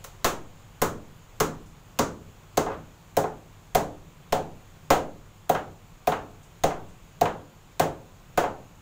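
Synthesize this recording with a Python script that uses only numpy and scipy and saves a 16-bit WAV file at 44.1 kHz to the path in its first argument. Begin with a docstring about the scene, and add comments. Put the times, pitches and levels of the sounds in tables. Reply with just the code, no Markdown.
"""Hammering inside a wall cabinet

A hammer drives nails through the back of a wooden wall cabinet in a bare concrete room.
Each blow sums filtered noise (steel crack), decaying modes (hollow knock), a pressure pulse and a
room tail; often the head rebounds and lands again, softer, or the boards clatter.
A phone microphone adds hiss, low rumble and rest-line jolts; its gain control ducks after each blow."""
import sys
import numpy as np
from scipy import signal
from scipy.fft import rfft, irfft
from scipy.io import wavfile
from scipy.ndimage import uniform_filter1d

SR = 44100
rng = np.random.default_rng(int(sys.argv[2]) if len(sys.argv) > 2 else 0)


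def file_out(sig):
    """Save sig as 16-bit WAV at sys.argv[1]."""
    # one column per channel
    cols = np.atleast_2d(sig).T
    # limit, then scale
    lim = np.clip(cols, -1, 1)
    pcm = np.round(lim * 32767).astype(np.int16)
    wavfile.write(sys.argv[1], SR, pcm)


N = 388521  # length [samples]


def gain_of(db):
    """Decibel law: 20 dB is a factor of ten in amplitude."""
    return 10 ** (np.asarray(db) / 20)


def unit_rms(x):
    """Normalization to a root-mean-square of one."""
    return x / np.sqrt(np.mean(x ** 2) + 1e-20)


def read_curve(points, hz):
    """Interpolation along a logarithmic frequency axis, as pitch is heard."""
    point_hz, value = np.transpose(points)
    return np.interp(np.log(hz + 1), np.log(point_hz + 1), value)


def add(mix, start_s, sound):
    """Superposition: sound pressures add, in place."""
    part = mix[round(start_s * SR):][:len(sound)]
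    part += sound[:len(part)]


def coloured(x, db_at):
    """Linear filtering: each frequency is scaled by a dB curve given as a function of frequency."""
    hz = np.fft.rfftfreq(len(x), 1 / SR)
    return irfft(rfft(x) * gain_of(db_at(hz)), len(x))


def noise(spectrum, rms_db, patchy_db):
    """Gaussian noise: random short-time spectra, their level drifting in time-frequency patches."""
    frames = N // 256 + 5
    real, imaginary, patches = rng.standard_normal((frames, 513, 3)).T
    patches = uniform_filter1d(patches, 12, 0)  # across frequency
    patches = unit_rms(uniform_filter1d(patches, 14, 1))  # across time
    spectra = (real + 1j * imaginary) * gain_of(patchy_db * patches)
    x = signal.istft(spectra, nperseg=1024, noverlap=768)[1][:N]
    even_length = np.pad(x, (0, N % 2))
    shaped = coloured(even_length, lambda hz: read_curve(spectrum, hz))[:N]
    return gain_of(rms_db) * unit_rms(shaped)


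def hush():
    """Stationary background noise: rumble from outside and the hiss of air and microphone."""
    # spectral shapes: (frequency [Hz], relative level per hertz [dB])
    rumble_shape = [(10, -25), (20, 0.5), (49, -2.5), (66, -19), (96, 0), (125, -5.5), (160, -4.5),
                    (200, -13), (260, -19), (400, -18.5), (600, -20), (1100, -19.5), (1500, -25),
                    (2500, -41), (15600, -47), (15900, -90)]
    hiss_shape = [(600, -36), (1500, -2), (2500, 2.5), (3500, -0.5), (5000, -7), (6000, -6), (6800, 1),
                  (7800, -5), (9000, -13.5), (12000, -14.5), (14000, -10), (15300, -5), (15700, -17),
                  (15900, -60)]
    rumble = noise(rumble_shape, rms_db=-48.5, patchy_db=0.56)
    hiss = noise(hiss_shape, rms_db=-59, patchy_db=-0.9)
    return rumble + hiss


def crack(db_at, length_s):
    """Broadband impact: steel on steel gives a few ms of chattering noise in uneven bands."""
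    t = np.arange(SR // 4) / SR
    bands_db = list(zip(np.linspace(1000, 16000, num=40), 2.63 * rng.standard_normal(40)))
    chatter_db = 1.5 * unit_rms(uniform_filter1d(rng.standard_normal(len(t)), 30))
    burst = coloured(rng.standard_normal(len(t)), lambda hz: db_at(hz) + read_curve(bands_db, hz))
    onset = 1 - np.exp(-t / 0.0003)
    decay = np.exp(-(t / length_s) ** 1.4)
    return burst * gain_of(chatter_db) * onset * decay


def knock(panels, lag_s, swell_s, scatter_db):
    """Modal synthesis: decaying sines swell over a few ms as the blow spreads through the boards."""
    # cabinet modes: (frequency [Hz], relative level [dB], decay time for 60 dB [s])
    modes = [(100.5, -5.5, 0.37), (159.2, 3, 0.28), (238.5, 6, 0.11), (295.5, -5.5, 0.41),
             (336, -2.5, 0.14), (431, 8.5, 0.14), (485, -3.5, 0.15), (542.6, 5.5, 0.11), (671, 8, 0.033),
             (732.7, 8, 0.044), (807, -10.5, 0.074), (870, -5.5, 0.19), (952, -7.5, 0.16),
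             (1064, 10, 0.042), (1243, 1, 0.057), (1494, 2, 0.032), (1628, -5.5, 0.098), (1840, -21, 0.049),
             (2070, -8, 0.1), (2496, -11, 0.051)]
    hz, db, t60 = np.array(modes).T[:, :, None]
    db = db + read_curve(panels, hz) + scatter_db * rng.standard_normal(hz.shape)
    # bending waves are slower at low pitch, so the low modes start later; lag_s holds at 700 Hz
    t = np.maximum(np.arange(SR // 4) / SR - lag_s * np.sqrt(700 / hz), 0)
    sign = (-1.) ** np.arange(len(hz))[:, None]
    swell = 1 - np.exp(-t / swell_s)
    decay = gain_of(db - 60 * t / t60)
    return (sign * swell * decay * np.sin(2 * np.pi * hz * t)).sum(0)


def room_tail(db_at, gap_s, build_s):
    """Reverberation: sparse reflections of a coloured pulse, each band decaying at its own speed."""
    # reverberation time: (frequency [Hz], decay time for 60 dB [s])
    reverberation = [(60, 1), (160, 0.81), (420, 0.46), (1100, 0.33), (2900, 0.27), (7700, 0.26),
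                     (15000, 0.19)]
    taps = np.zeros(SR // 2)
    # one reflection of random sign, somewhere in every 16 samples
    cells = len(taps) // 16
    places = np.arange(cells) * 16 + rng.integers(0, 16, cells)
    taps[places] = rng.choice([-1., 1.], cells)
    hz, t, spectra = signal.stft(taps, SR, nperseg=512, noverlap=384)
    decay_db = 60 * t / read_curve(reverberation, hz)[:, None]
    spectra = spectra * gain_of(db_at(hz)[:, None] - decay_db)
    tail = signal.istft(spectra, SR, nperseg=512, noverlap=384)[1][:len(taps)]
    t = np.arange(len(tail)) / SR
    return tail * (1 - np.exp(-np.maximum(t - gap_s, 0) / build_s))


def strike(knock_db, hollow, tilt_db, middle_db, crack_db, middle_drop_db, top_drop_db, lag_s,
           crack_s, drier_db=0):
    """Impact excitation: one landing of the head drives steel, panels and room together."""
    # how a landing shares out over the panels, while the nail stands proud and once it is seated
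    # and the box sounds hollow: (frequency [Hz], proud relative level [dB], seated relative level [dB])
    panel_shares = [(242, -4.5, -7), (419, -2, -2), (554, -0.4, 2.5), (745, -1.5, 12.5), (1140, 2.5, -6.5),
                    (1480, -0.8, -4.5)]
    # low, middle and top of the crack: (frequency [Hz])
    crack_hz = [3000, 6030, 12600]
    # colour of the crack: (frequency [Hz], relative level [dB])
    crack_colour = [(150, -45), (700, -13.5), (2000, -5), (3850, 0), (5000, -2.5), (6600, 4.5), (8500, -6),
                    (11000, -6.5), (15000, -3.5), (15500, 6), (15800, -36), (16800, -51)]
    # change of colour in the second crack: (frequency [Hz], level change [dB])
    second_colour = [(3000, -0.9), (7000, -1.5), (14000, -5.5)]
    # share of the blow that fills the room: (frequency [Hz], relative level [dB])
    room_colour = [(40, 27), (150, 30.5), (450, 34.5), (730, 26.5), (1300, 29), (2200, 16.5), (3850, 14.5),
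                   (5000, 12.5), (6700, 21), (8500, 11), (11000, 6), (15000, 11), (15600, 18), (15900, -30)]

    panels = []
    for row, (hz, proud_db, seated_db) in enumerate(panel_shares):
        share_db = (1 - hollow) * proud_db + hollow * seated_db
        tilted_db = knock_db + share_db + tilt_db * np.log2(hz / 700)
        panels.append((hz, tilted_db + middle_db * (row == 2)))  # row 2 is the middle panel
    steel = list(zip(crack_hz, [crack_db, crack_db - middle_drop_db, crack_db - top_drop_db]))
    blow = panels + steel
    bright = [(1100, crack_db + 10.0)] + steel

    def first_db(hz):
        return read_curve(crack_colour, hz) + read_curve(bright, hz)

    def second_db(hz):
        return first_db(hz) + read_curve(second_colour, hz)

    # the later the knock sets in, the slower it swells and the less of it fills the room
    wood = knock(panels, lag_s, swell_s=0.0011 + 0.89 * lag_s, scatter_db=1.87)
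    room_db = 1.92 - 1.61 * 1000 * lag_s - drier_db
    # the crack comes twice: steel meets steel, then a second, duller crack 4 ms later
    first = gain_of(7.5) * crack(first_db, crack_s)
    second = gain_of(7.5) * crack(second_db, crack_s)
    # the room hears the whole blow as one pulse, and the cabinet's ring on top
    wash = room_tail(lambda hz: read_curve(room_colour, hz) + read_curve(blow, hz),
                     gap_s=0.002, build_s=0.004)
    flat_tail = room_tail(np.zeros_like, gap_s=0.0014, build_s=0.0022)
    echoes = signal.fftconvolve(wood, flat_tail)[:len(wash)]
    sound = gain_of(room_db) * (wash + gain_of(-28.5) * echoes)
    add(sound, 0, wood + first)
    add(sound, 0.004, second)
    return sound


def thud(db, length_s):
    """Volume displacement: the back board jumps away from the listener, one short pull on the air."""
    u = np.arange(SR // 10) / SR / length_s
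    return -gain_of(db) * u * (1 - u / 7.6) * np.exp(1 - u)


def jolt(size, rise_s, back_s):
    """High-pass step response: a step that leaks away and overshoots."""
    t = np.arange(SR // 2) / SR
    return size * (1 - np.exp(-t / rise_s)) * (1 - t / back_s) * np.exp(-t / back_s)


def tick(db):
    """Resonant click: a small pulse that rings on in the room, heard mostly in the microphone's treble peak at
    6.9 kHz."""
    return gain_of(db + 4) * room_tail(lambda hz: -30 * abs(np.log(hz / 6900 + 1e-9)),
                                       gap_s=0, build_s=0.0006)


def scene():
    """Superposition of background, blows, rebounds and ticks."""
    # full blows: (time [s], relative knock level [dB], hollowness [0-1], knock tilt [dB per octave],
    #  extra ring of the middle panel [dB], relative crack level [dB], drop of the crack's middle [dB],
    #  drop of its top [dB], relative thud level [dB], lag of the knock at 700 Hz [s])
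    blows = [(0.0415, -52.5, 0.3, 7.5, 6.5, -39.5, 2.5, -2.5, -49, 0.0031),
             (0.2445, -23, 0.23, 2.5, .1, -17.5, 4.5, 1.8, -24, .0016),
             (0.817, -21.5, .05, 0.4, 1, -22.5, 1.2, -3.5, -21, 0.003),
             (1.401, -21, 0, 0.7, -2.5, -21, 1.5, 0, -30, .0032),
             (1.989, -21.5, 0.1, 0.3, -0.3, -22.5, -1, 3.5, -43, 0.0029),
             (2.5718, -20.5, 0.5, -0.3, 0, -23, 1, 2, -34, 0.0031),
             (3.1678, -22.5, 0.72, 0.4, 3, -26.5, -0.2, -3.3, -31, 0.0031),
             (3.7488, -19.5, .85, 0.4, -1, -21, 3.5, .6, -19, 0.0029),
             (4.3235, -23, 0.89, -0.2, -2, -21.5, 8, 6.5, -21, .0029),
             (4.9033, -19, 0.65, 2, 2.5, -17, 8, 5.5, -21, 0.00071),
             (5.4939, -21.5, 1, 0, -1, -24.5, 7, -0.5, -31, 0.0035),
             (6.0714, -22.5, 0.95, 1, -1, -25, 7.5, 2, -34, .003),
             (6.636, -21, 0.85, 0.5, -1, -22, 4, 6.5, -24, 0.0032),
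             (7.2111, -22, 0.9, 0.4, 1, -25.5, 5.5, 3.5, -29, .0035),
             (7.7956, -19.5, 0.68, 1.2, 0, -19.5, 7, 3.5, -29, 0.0032),
             (8.3746, -20.5, 0.68, 2.5, 0, -22, 7, 5.5, -29, .0021)]
    # softer landings or clatter of the boards: (time [s], relative knock level [dB], hollowness [0-1],
    #  knock tilt [dB per octave], extra ring of the middle panel [dB], relative crack level [dB])
    rebounds = [(2.6622, -31.5, 0.7, 3.5, -12, -36), (2.682, -39, 0.4, .1, 12.5, -41),
                (2.6986, -38.5, .05, 1, -1, -45), (2.716, -40.5, 0.1, 6, -6, -38),
                (2.739, -53, 0.27, 4, -2, -48), (3.2386, -29.5, 0.85, 2.7, -5, -38),
                (3.801, -39, 0.5, 2, .1, -41), (4.377, -38, .6, -0.5, 4, -47),
                (5.5474, -32.5, 0.3, 9.5, 8, -25.5), (6.12, -27, .3, 4.5, -7, -24.5),
                (6.706, -33.5, 0.3, 5.5, -4, -35), (7.256, -28, 0.47, 5.5, -7, -25),
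                (7.2686, -33, 0.7, 2, 2, -48), (7.848, -39, 0.4, -1.5, 2, -49),
                (8.4365, -27, 0.86, 5, -1, -30)]
    # faint high ticks: (time [s], relative level [dB])
    ticks = [(1.6594, -41), (6.4305, -38.5), (6.8857, -43)]
    mix = hush()
    for start_s, *colour, thud_db, lag_s in blows:
        add(mix, start_s, strike(*colour, lag_s, crack_s=0.0052))
        add(mix, start_s, thud(thud_db, length_s=0.0017))
    for start_s, *colour in rebounds:
        add(mix, start_s, strike(*colour, middle_drop_db=16.5, top_drop_db=23, lag_s=0.0022,
                                 crack_s=0.0031, drier_db=2))
    for start_s, db in ticks:
        add(mix, start_s, tick(db))
    return mix[None]


def record(dry):
    """Compression, saturation and band limiting: gain ducks, peaks round off, the rest line jolts."""
    # the microphone's rest line jumps under some blows and swings slowly back:
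    # (time [s], signed step before its rise and decay [fraction of full scale])
    jolts = [(0.247, 0.066), (0.823, -.045), (1.411, -.028), (3.750, -0.021), (4.326, -0.036),
             (4.905, 0.058), (4.918, -0.11), (6.643, 0.058), (8.383, 0.024)]
    power_db = 10 * np.log10(abs(uniform_filter1d(dry[0] ** 2, 600)) + 1e-12)
    # peak hold whose held level falls 17 dB a second
    fall_db = np.arange(N) * 17.0 / SR
    held_db = np.maximum.accumulate(power_db + fall_db) - fall_db
    over_db = np.maximum(held_db + 30.5, 0)  # threshold at -30.5 dB
    # the shifted average looks back 9 ms, so the gain ducks gradually
    ducked = dry[0] / gain_of(0.14 * uniform_filter1d(over_db, 400, origin=199))
    rounded = 0.62 * np.tanh(ducked / 0.69)
    for start_s, size in jolts:
        add(rounded, start_s, jolt(size, rise_s=0.0035, back_s=0.066))
    low_pass = signal.firwin(511, 16800, window=("kaiser", 9), fs=SR)
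    return signal.oaconvolve(rounded, low_pass, "same")[None]


dry = scene()
out = record(dry)
file_out(out)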